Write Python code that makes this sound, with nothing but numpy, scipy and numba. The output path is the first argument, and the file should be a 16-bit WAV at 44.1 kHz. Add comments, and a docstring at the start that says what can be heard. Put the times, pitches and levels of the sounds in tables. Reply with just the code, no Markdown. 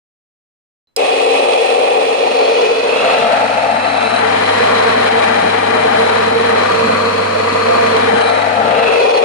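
"""On a worktop indoors, an electric stone mill in a wooden case starts with a sharp click and grinds
dried chilli and seeds. Fracturing grains, bunched by the turning stone, excite the resonances of the
case over the hum of the induction motor; now and then a hard seed snaps. A two-port microphone moves
from the hopper down the front to the flour spout, dips under it and comes back up, passing through
the beams, shadows and reflections of the case."""
import sys
import numpy as np
from scipy import signal
from scipy.fft import rfft, irfft
from scipy.io import wavfile
from scipy.ndimage import uniform_filter1d, minimum_filter1d
from numba import njit

SR = 44100
rng = np.random.default_rng(int(sys.argv[2]) if len(sys.argv) > 2 else 0)


def to_wav(s):
    """Save 16-bit WAV."""
    ch = np.atleast_2d(s).T  # columns
    pcm = np.round(np.clip(ch, -1, 1) * 32767)  # PCM
    wavfile.write(sys.argv[1], SR, pcm.astype(np.int16))


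N = 407484
TIME, FREQ = np.arange(N) / SR, np.fft.rfftfreq(N, 1 / SR)
START_S, RETURN_S = 0.9628, 7.86  # the mill starts; the microphone turns back


def undb(db):
    """Amplitude ratio of a level in decibels."""
    return 10 ** (np.asarray(db) / 20)

def stereo(db, pan_db):
    """Level difference: left and right gains, where pan is left minus right."""
    return undb(db + np.array([np.atleast_1d(pan_db)]) * [[0.5], [-0.5]])

def curve(table, at=TIME):
    """Linear interpolation of each later column against the first."""
    points, *columns = np.transpose(table)
    return [np.interp(at, points, column) for column in columns]

def spectrum(table, hz):
    """Interpolation of each later column on a logarithmic frequency axis."""
    points, *columns = np.transpose(table)
    return [np.interp(np.log(hz + 1), np.log(points), column) for column in columns]

def wander(per_s):
    """Slow random modulation with a spread near 1."""
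    knots = rng.standard_normal(400)
    return np.interp(TIME * per_s, np.arange(len(knots)), knots)

def decay(age, t60):
    """Exponential damping: 60 dB in t60 seconds."""
    return np.exp(-np.log(1000) * age / t60)

def bell(at_s, length_s):
    """Gaussian pulse, length_s wide at 1/e of its height."""
    return np.exp(-(2 * (TIME - at_s) / length_s) ** 2)

def resonance(hz, centre, width):
    """Lorentzian curve of unit height."""
    return 1 / (1 + (2 * (hz - centre) / width) ** 2)

def lowpass(hz, power=8):
    """Low-pass gain curve, one half at hz."""
    return 1 / (1 + (FREQ / hz) ** power)

def shape(x, gain):
    """Filtering by multiplication of the spectrum."""
    return irfft(rfft(x) * gain, N)

def ring(x, db, size=4096):
    """Minimum-phase filter of response db: being causal, it rings only after a blow."""
    cepstrum = irfft(np.log(undb(db)))
    cepstrum[1:size // 2] *= 2
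    cepstrum[size // 2 + 1:] = 0
    impulse_response = irfft(np.exp(rfft(cepstrum)))
    return signal.oaconvolve(x, impulse_response)[:N]

@njit
def band(x, hz, q):
    """Second-order resonator (state-variable band-pass) with a moving centre."""
    y, band_state, low_state = np.empty(len(x)), 0., 0.
    for i in range(len(x)):
        g = np.tan(np.pi * hz[i] / SR)
        v = (band_state + g * (x[i] - low_state)) / (1 + g * (g + 1 / q))
        band_state = 2 * v - band_state
        low_state += 2 * g * v
        y[i] = v / q
    return y


# Path of the microphone: (time [s], place [0 hopper, 1 front, 2 spout, 3 under the spout])
MIC_PATH = [(1.95, 0), (2.52, .11), (2.85, .27), (3.1, .6), (3.4, 1), (3.65, 1.08), (4.15, 1.5),
            (4.35, 2.1), (4.6, 2.45), (4.95, 2.4), (5.2, 2.05), (5.65, 2.05), (6, 2.25), (6.55, 2.42),
            (6.8, 3), (7.85, 3), (8.05, 2.2), (8.24, 1.5), (8.48, 1.08), (8.74, .82), (9.05, .18),
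            (9.24, .03)]
def mic_place():
    """Position of the receiver in the near field of the mill."""
    return curve(MIC_PATH)[0]

def at_place(values, place):
    """Linear interpolation between values at places 0 to 3."""
    return np.interp(place, np.arange(len(values)), values)

def way_back(takes_s=1):
    """Progress of the return: 0 on the way down, then rising to 1."""
    return np.clip((TIME - RETURN_S) / takes_s, 0, 1)


def room(sound, wet_db=-14, t60=0.18, low_hz=600):
    """Reverberation: worktop and walls return a short, weak tail."""
    age = np.arange(SR // 4) / SR
    tail = rng.standard_normal((2, len(age))) * decay(age, t60)
    tail = signal.sosfilt(signal.butter(2, low_hz, "high", fs=SR, output="sos"), tail)
    tail /= np.linalg.norm(tail, axis=1, keepdims=True)
    return sound + undb(wet_db) * signal.oaconvolve(sound, tail, axes=1)[:, :N]

def tick(at_s=0.872, hz=4030, db=-60, t60=0.17, hiss_db=-70):
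    """Damped oscillation: a faint tick just before the start, with low hiss from then on."""
    age = np.maximum(TIME - at_s, 0)
    ping = undb(db) * decay(age, t60) * np.sin(2 * np.pi * hz * age)
    hiss = signal.lfilter([1], [1, -0.95], rng.standard_normal((2, N)))
    return ping + (age > 0) * undb(hiss_db) * hiss / hiss.std()

# Motor hum at places 0 to 3 on the way down: (level [dB], pan [dB])
HUM_LEVELS = [(-57, -11.5), (-42.5, -7.5), (-35.5, -4.5), (-33.5, -3.5)]
def motor_hum(place, hz=100, return_db=8.5):
    """Magnetic force pulses at twice the mains frequency; the way back passes closer to the motor."""
    db, pan_db = (at_place(column, place) for column in np.transpose(HUM_LEVELS))
    return np.sqrt(2) * stereo(db + return_db * way_back(), pan_db) * np.sin(2 * np.pi * hz * TIME)

# Shaft speed, rising a little toward the end, so the stone's tones creep up: (time [s], rate [turns/s])
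SHAFT_SPEED = [(1, 22.9), (2.7, 22.85), (5.5, 23), (7, 23.3), (8.3, 23.2), (9.24, 23.4)]
def shaft_turns():
    """Phase in turns is the integral of the rotation rate."""
    return np.cumsum(curve(SHAFT_SPEED)[0]) / SR

# Tones of the stone: (order [cycles/turn], level at hopper [dB], level at spout [dB])
STONE_ORDERS = [(8, -66, -40.5), (12, -38, -38), (16, -36.5, -66), (20, -31.5, -46)]
def stone_tones(turns, place, rumble_db, waver_db=3, waver_per_s=11, drift_rad=0.65, throb=0.19):
    """Rotational harmonics grow with the bite and are amplitude-modulated once a turn."""
    bite = undb(0.35 * rumble_db) * (1 + throb * np.cos(2 * np.pi * turns))
    tones = 0
    for order, hopper_db, spout_db in STONE_ORDERS:
        swell, drift = wander(waver_per_s), wander(waver_per_s)
        db = np.interp(place, [0, 2], [hopper_db, spout_db]) + waver_db * swell
        tones += undb(db) * np.sin(2 * np.pi * order * turns + drift_rad * drift)
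    return np.sqrt(2) * bite * tones

# Spells when the stones run close: (time [s], length [s], level [dB], pan [dB])
CLOSE_SPELLS = [(6.33, 0.8, -22, -8), (7.75, .35, -24.5, -6), (8.185, 0.4, -17, -4),
                (9.066, 0.61, -17.5, 16)]
def singing(turns, order=20, throb=0.85, right_lag_s=0.00061):
    """Amplitude modulation: as the stones run close, one harmonic swells and throbs once a turn."""
    swell = sum(stereo(db, pan_db) * bell(s, length) for s, length, db, pan_db in CLOSE_SPELLS)
    heard_turns = np.array([turns, np.interp(TIME - right_lag_s, TIME, turns)])
    tone = np.sin(2 * np.pi * order * heard_turns + wander(per_s=25))
    return np.sqrt(2) * swell * (1 + throb * np.cos(2 * np.pi * turns)) * tone

# Modes of the starting click: (frequency [Hz], relative level [dB], decay time T60 [s])
CLICK_PARTIALS = [(4060, -3, 0.024), (5000, 6, 0.028), (5650, -9, 0.028), (5900, -4, 0.027),
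                  (7700, -1, 0.024), (7760, 1, 0.02), (8400, -6, 0.02), (10070, -6, 0.023)]
def click(ring_db=-15, crack_db=-7, crack_hz=(2600, 10500), attack_s=0.001):
    """Impulse excitation: a broadband crack and a few heavily damped modes."""
    age = np.maximum(TIME - START_S, 0)
    modes = sum(undb(db) * decay(age, t60) * np.sin(2 * np.pi * (hz * age + rng.random((2, 1))))
                for hz, db, t60 in CLICK_PARTIALS)
    crack_band = signal.butter(1, crack_hz, "band", fs=SR, output="sos")
    crack = signal.sosfilt(crack_band, rng.standard_normal((2, N))) * decay(age, t60=0.018)
    attack = 1 - np.exp(-age / attack_s)
    return stereo(0, pan_db=-7) * attack * (undb(ring_db) * modes + undb(crack_db) * crack)

# Dips and peaks of the ports: (frequency [Hz], width [Hz], left gain [dB], right gain [dB])
PORT_RESPONSE = [(1944, 86, -0.5, -7), (3210, 250, -2, -2), (4560, 240, 1, -2), (4960, 280, 1, 1.5),
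                 (6120, 380, 1.5, 0), (6630, 400, 4.5, -8), (7840, 850, -11, 1), (9640, 330, 0, -2.5)]
def ports(sound):
    """Frequency response: each port weakens some narrow bands and favours others."""
    db = sum(np.outer(port_db, resonance(FREQ, hz, width)) for hz, width, *port_db in PORT_RESPONSE)
    return shape(sound, undb(db))

# Echo off the lid: (place [0-3], delay [ms], reflected share [0-1])
LID_REFLECTION = [(0, 2.17, 0), (.25, 2, 0.36), (.6, 1.64, 0.02), (1, 1.43, 0), (1.1, 1.16, 0),
                  (1.5, .7, .32), (2, 0.54, 0), (3, 0.45, 0.15)]
def lid(sound, place, low_hz=1100):
    """Comb filtering: the treble interferes with its echo and swishes as the delay changes."""
    delay_ms, share = curve(LID_REFLECTION, place)
    treble = shape(sound, 1 - lowpass(low_hz, power=2))
    echo = np.array([np.interp(TIME - delay_ms / 1000, TIME, port) for port in treble])
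    return sound + share * echo

# Beams and shadows of the case: (place [0-3], half width [places], frequency [Hz], glide [Hz/place],
# bandwidth [Hz], left gain [dB], right gain [dB], way [1 down, -1 back, 0 both])
RADIATION_LOBES = [(0, 0.056, 9050, 0, 230, -0.5, 9.5, 0), (0, 0.072, 8000, 0, 900, -10, 6.5, 1),
                   (0, .15, 1440, 0, 250, -4, -1, 0), (.1, 0.045, 4340, -300, 220, 9.5, 10.5, 0),
                   (.15, .11, 5130, 2998, 1800, 7.5, 2.5, 0), (.56, 0.17, 4070, 0, 480, 6.5, 0, 0),
                   (.26, .09, 4440, -600, 520, 8.5, 4, 0), (.2, 0.088, 2490, 496, 150, 4, 4, -1),
                   (.14, 0.036, 3170, -1500, 330, 3, 5, 1), (.2, 0.24, 430, 0, 51, 0, 11, 0),
                   (.4, 0.29, 415, 0, 200, 0.5, -10, 0), (.46, 0.25, 787, 0, 494, -9.5, -0.5, 0),
                   (.62, 0.32, 2740, 330, 190, 10, 9.5, 0), (.77, 0.3, 3320, 0, 360, 8.5, 1, 0),
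                   (.8, 0.37, 3900, 0, 350, -2.5, 2.5, 0), (1.3, .27, 715, 62, 120, 2, 2, 1),
                   (.9, 0.18, 650, 0, 111, 1, 0, -1), (1.1, 0.38, 855, 0, 170, -3, -5.5, -1),
                   (1.3, .33, 2650, 0, 100, 6, 9.5, 1), (1.38, .34, 3960, 98, 450, 2.5, 10.5, 0),
                   (1.55, 0.35, 8900, -2, 400, 1, 11.5, 0), (2.05, 0.17, 8960, 0, 450, 5, -1, 0),
                   (2.05, 0.15, 4050, 0, 300, -1, -4, 0), (2.3, .15, 10100, 0, 500, 0, 7, 0),
                   (2.5, .12, 1080, 0, 110, 3.5, 2.5, 0), (2.5, 0.1, 3900, 600, 350, 1, -0.5, 0),
                   (2.5, 0.6, 912, 14, 90, -3, 7, 0), (2.6, 0.41, 3330, 0, 350, .5, 0, 0),
                   (2.6, 1, 1420, 0, 260, 2.5, -0.5, 0), (2.8, 0.52, 5650, 152, 280, 8.5, 0, 0),
                   (3, 0.71, 758, 5, 70, 2.5, 4, 0), (3, 0.45, 1205, 0, 110, 6, 2.5, 0),
                   (2.9, .55, 4270, 350, 330, 3, 3, 0), (3, 0.57, 3720, 0, 300, -0.5, -3, 0),
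                   (2.7, .5, 5000, 0, 200, 2, 3, 0), (2.8, .5, 6100, 0, 300, -5, -4, 0)]
def beams(sound, place, in_step_hz=1100):
    """Directivity: some bands radiate one way only; a treble beam reaches both ports in phase."""
    out = sound.copy()
    heading = np.where(TIME < RETURN_S, 1, -1)
    for centre, reach, hz, glide_hz, width, *port_db, way in RADIATION_LOBES:
        near = (abs(place - centre) < 3 * reach) & (heading != -way)
        offset = place[near] - centre
        inside = np.exp(-(offset / reach) ** 2)
        narrow = [band(port[near], hz + glide_hz * offset, hz / width) for port in sound]
        in_step = hz > in_step_hz and min(port_db) > 0
        for port, db in enumerate(port_db):
            out[port, near] += (undb(db * inside) - 1) * narrow[0 if in_step else port]
    return out

def facing(sound, place, centre=0.96, reach=0.4, earlier_ms=0.19, roar_hz=1300):
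    """Time difference: in front of the case the roar reaches the right port sooner, nearing the middle."""
    advance_s = earlier_ms / 1000 * np.exp(-((place - centre) / reach) ** 4)
    left, right = sound
    roar = shape(right, lowpass(roar_hz))
    return np.array([left, right - roar + np.interp(TIME + advance_s, TIME, roar)])

# Reflection off the case at the right port: (place [0-3], cancelled share [0-1])
CASE_REFLECTION = [(0, 0.9), (.25, 0.5), (1.15, 0.9), (2, .7), (3, 0.68)]
def notch(sound, place, far_hz=370, near_hz=843, q=2.7, mid_place=1.17, span=0.62):
    """Destructive interference cancels a band, which rises as the detour shortens toward the spout."""
    closeness = place * (1 + 0.29 * way_back())  # the way back cuts closer to the case
    near = (1 + np.tanh((closeness - mid_place) / span)) / 2
    hz = far_hz + (near_hz - far_hz) * near
    depth = curve(CASE_REFLECTION, place)[0]
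    left, right = sound
    return np.array([left, right - depth * band(right, hz, q)])

# Spectral envelope of the grinding at each place: (frequency [Hz], level [dB], pan [dB])
HOPPER_COLOUR = [(40.0, -82, 10), (134, -79, -6.5), (239, -62.5, -2), (319, -53.5, 1), (488.5, -35.5, 6),
                 (601, -40.5, -5.5), (782, -40.5, 5.5), (1060, -51.5, -2.5), (1620, -65, -5.5),
                 (2790, -56.5, -1.5), (4970, -70.5, -5.5), (8150, -75.5, 4.5), (9770, -77.5, 0.5),
                 (11700, -92.5, -1)]
FRONT_COLOUR = [(40.0, -99, 10), (130.0, -66, -8), (223, -55, 3), (357, -61.5, -5.5), (459, -56, 11),
                (582, -44, 5), (839, -41, -1), (1070, -55, -2), (1820, -56.5, 4.5), (2600, -64, 0.5),
                (4960, -74, -3.5), (7960, -77, 0.5), (10100, -82, -4), (11900, -100, 0)]
SPOUT_COLOUR = [(40.0, -84, 20), (130.0, -61.5, 2), (243, -53.5, 2), (315, -56.5, 1), (474, -50.5, -4.5),
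                (616, -47.5, 1.5), (815, -45, 3.5), (1030, -52.5, 4), (1825, -53, 6), (2770, -59.5, 2.5),
                (4980, -71.5, -4.5), (7950, -78.5, -1), (9700, -80, -7), (11660, -100.5, 0)]
UNDER_COLOUR = [(40.0, -80, 10), (130.0, -56.5, 2.5), (242, -48.5, -0.5), (344, -55.5, 2.5),
                (490, -49.5, -5.5), (650, -48.5, -4.5), (820, -49, -3.5), (1050, -47.5, 0.5),
                (1700, -57, 7.5), (2520, -59, 0), (5180, -72.5, -2.5), (8000.0, -76.5, -0.5),
                (9970, -80.5, -2), (11600, -93, 2)]
# Modes of case, chamber and stones:
# (frequency [Hz], width [Hz], lift at hopper [dB], at front [dB], at spout [dB], under the spout [dB])
CASE_MODES = [(233, 52, 7.5, 6, 10.5, 9.5), (454, 38, 3, 7.5, 12.5, 13), (512, 31, 0, 7.5, 2, 8),
              (621, 38, -1, 3.5, 12, 8.5), (690.6, 37, 1, 8.5, 6.5, 14), (748, 63, 5.5, -3.5, 4, 0.5),
              (899, 95, 1, 5, 8, 3.5), (1180, 110, 2.5, 5, 5, 3), (1330, 136, 2.5, 7.5, 0, -0.5),
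              (1828, 62, 9, 1.5, 3.5, 2), (1993, 152, 8.5, 7, 5.5, 6.5), (2390, 130, 0.5, 0.5, 7, 2.5),
              (2530, 337, 11, 9, 0, 5), (3100, 250, 2.5, 6.5, 10, 7.5), (3390, 120, 7, 0, 1, 4.5),
              (4000, 310, 6.5, 9, 13, 10), (4354, 240, 5.5, 10.5, 6.5, 12.5), (5510, 470, 3, 3.5, 2.5, 2.5),
              (6680, 280, 0.5, -1, 5.5, 3), (7500, 200, 3, 2, 4, 7.5), (8930, 520, 8.5, 7, 10, 8),
              (10070, 200, 5, 3, 10, 9)]
def case(drive, place, size=4096, dull_hz=13000):
    """Forced resonance: the case colours the grinding differently at each place."""
    hz = np.fft.rfftfreq(size, 1 / SR)
    out = np.zeros((2, N))
    for k, colour in enumerate([HOPPER_COLOUR, FRONT_COLOUR, SPOUT_COLOUR, UNDER_COLOUR]):
        db, pan_db = spectrum(colour, hz)
        db += sum(lift[k] * resonance(hz, centre, width) for centre, width, *lift in CASE_MODES)
        db -= 10 * np.log10(1 + (hz / dull_hz) ** 20)  # the wood absorbs the very top
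        near = np.clip(1 - abs(place - k), 0, 1)
        out += near * np.array([ring(drive[0], db + pan_db / 2), ring(drive[1], db - pan_db / 2)])
    return out * np.sqrt(SR / 2)

# Bite of the stones as the feed comes and goes: (time [s], load [dB])
FEED_LOAD = [(1.05, -0.2), (1.55, 1.4), (2.2, -0.5), (2.82, -0.5), (3.1, 4), (3.38, 4), (3.6, 0.5),
             (4.1, 0.6), (4.6, 3.5), (5.3, 3.5), (5.58, 0.9), (5.85, 1.5), (6.85, 2.5), (7.08, -0.2),
             (7.8, 2), (8.2, 4), (8.48, 1.2), (8.7, 6)]
# Hard pieces caught by the stones: (time [s], length [s], rumble lift [dB], grit lift [dB])
HARD_LUMPS = [(1.28, 0.012, 1.5, -2), (2.51, 0.17, -1, 0.5), (3.222, 0.053, 8, 1), (4.55, 0.36, 0, 1.5),
              (5.451, 0.038, 11, -1), (5.847, 0.24, 5, -0.5), (6.31, 0.16, 4.5, -0.5),
              (6.88, 0.25, 6.5, -0.5), (7.537, 0.037, 11, 1), (8.052, 0.033, 10, -0.5),
              (8.141, 0.057, 9, -0.5), (8.265, 0.082, -3, 0), (8.693, 0.22, 7, -1.5)]
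# Rumble, strongest at the open hopper, and grit at places 0 to 3: (level [dB])
RUMBLE_LEVELS = [0, -1, -4, -6.5]
GRIT_LEVELS = [-1.9, -0.37, -0.84, -1.14]
def feed(place, flutter_per_s=8, fresh_db=3.5, fresh_s=0.85, shadow_db=-2.5, rim_place=0.029):
    """Excitation follows load: levels of rumble, grinding and grit in dB under an uneven feed."""
    load = curve(FEED_LOAD)[0] + wander(flutter_per_s)
    thud, crunch = sum(np.outer(lift_db, bell(s, length)) for s, length, *lift_db in HARD_LUMPS)
    whole_seeds = np.exp(-(np.maximum(TIME - START_S, 0) / fresh_s) ** 2)
    hidden = way_back() * np.tanh(place / rim_place)  # the rim of the hopper hides the stones
    rumble = at_place(RUMBLE_LEVELS, place) + 0.67 * load + thud + wander(flutter_per_s)
    grit = at_place(GRIT_LEVELS, place) + 0.79 * load + crunch
    grit += fresh_db * whole_seeds + shadow_db * hidden
    return rumble, load, grit

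# Single hard seeds: (time [s], relative knock level [dB], relative grit level [dB])
SEED_SNAPS = [(1.262, 13, -3), (1.311, 7, -2), (1.487, 9, 0), (1.521, 3, 1), (1.534, 6.5, 6),
              (1.577, 14, 7), (1.913, 8, -6), (2.794, -8, 3), (3.32, -1, 5), (3.441, 6, -2), (3.616, 0, -6),
              (4.027, -11, 5), (4.188, -9, -3), (4.464, -3, -4), (6.203, -7, -5), (7.965, -6, 11.5),
              (8.443, 10, -2), (8.828, 10, -5), (8.862, -1, -1), (9.106, -8, 2)]
def snaps(push_db=11.5, decay_s=0.0052, lull_db=-4, lull_s=0.011):
    """Brittle fracture: an impulse, a decaying grit envelope, and a lull before the hardest snaps."""
    hits = np.zeros((2, N))
    for s, *db in SEED_SNAPS:
        hits[:, int(s * SR)] = undb(db)
    burst = signal.lfilter([1], [1, -np.exp(-1 / (decay_s * SR))], hits[1])
    # a hard seed holds the stones apart just before it gives way
    held = sum(bell(s - lull_s / 2, lull_s) for s, knock_db, _ in SEED_SNAPS if knock_db > 8)
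    return undb(push_db) * hits[0], burst, undb(lull_db * held)

def crush(turns, per_s, spread_db, decay_s, share, wobble, furrow):
    """Shot noise: envelope of breaking grains over smooth rubbing, bunched once and four times a turn."""
    chance, size = rng.random(N), np.minimum(rng.exponential(size=N), 5)
    breaks = (chance < per_s / SR) * undb(spread_db * size) ** 2
    power = signal.lfilter([1], [1, -np.exp(-1 / (decay_s * SR))], breaks)
    bunching = np.exp(wobble * np.cos(2 * np.pi * turns) + furrow * np.cos(8 * np.pi * turns))
    power = (1 - share + share * power / power.mean()) * bunching ** 2
    return np.sqrt(power / power.mean())

# Likeness of the grinding at the two ports: (frequency [Hz], correlation [0-1], right lag [ms])
PORT_COHERENCE = [(100, 0.87, 0.22), (397, 0.85, 0.43), (766, 0.94, 0.61), (1140, 0.5, 0.81),
                  (1650, 0.23, 0.66), (2190, 0.31, 0.86), (3000, 0.35, 0.888), (3950, 0.44, 0.886),
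                  (5000, 0.28, 0.814), (6200, 0.25, 0.75), (7540, 0.1, 0.677), (10100, 0.03, 0.61)]
def stones(turns, rumble_db, grind_db, grit_db, low_hz=340, high_hz=2100):
    """Friction and fracture: rumble, grinding and fine grit, partly coherent between the ports."""
    alike, lag_ms = spectrum(PORT_COHERENCE, FREQ)
    common, own = rng.standard_normal(N), rng.standard_normal((2, N))
    lag = np.exp(-2j * np.pi * FREQ * np.outer([0, 1], lag_ms) / 1000)
    rub = shape(common, np.sqrt(alike) * lag) + shape(own, np.sqrt(1 - alike))
    bass, treble = lowpass(low_hz), 1 - lowpass(high_hz)
    middle = 1 - bass - treble
    coarse = crush(turns, per_s=600, spread_db=2.1, decay_s=0.013, share=0.75, wobble=0.074, furrow=0.075)
    fine = crush(turns, per_s=1700, spread_db=2.5, decay_s=0.0024, share=0.43, wobble=0.072, furrow=0.037)
    knock, burst, lull = snaps()
    body = undb(rumble_db) * shape(rub, bass) + undb(grind_db) * shape(rub, middle)
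    grit = np.hypot(lull * fine, burst) * undb(grit_db) * shape(rub, treble)
    return lull * coarse * body + shape(knock, middle * lag) + grit


def scene(rise_s=0.02, grinding_db=-0.84):
    """Superposition: grinding, hum and tones set in with the click and run on."""
    place, turns = mic_place(), shaft_turns()
    running = 1 - np.exp(-np.maximum(TIME - START_S, 0) / rise_s)
    rumble_db, grind_db, grit_db = feed(place)
    grinding = stones(turns, rumble_db, grind_db, grit_db)
    for transmission in (case, notch, facing, beams, lid):
        grinding = transmission(grinding, place)
    # the microphone comes back up turned a little to one side
    grinding = stereo(grinding_db, pan_db=way_back() ** 4) * ports(grinding)
    mill = room(running * grinding + click())
    tones = motor_hum(place) + stone_tones(turns, place, rumble_db) + singing(turns)
    return mill + running * tones + tick()

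def record(dry, ceiling=0.9, top_hz=15600):
    """Peak limiting and band limiting: the gain ducks around the highest peaks; the top is cut."""
    hold = SR // 100
    gain = ceiling / np.maximum(abs(dry).max(axis=0), ceiling)
    gain = uniform_filter1d(minimum_filter1d(gain, hold), hold)
    return signal.sosfilt(signal.ellip(8, 0.2, 80, top_hz, fs=SR, output="sos"), dry * gain)


dry = scene()
out = record(dry)
to_wav(out)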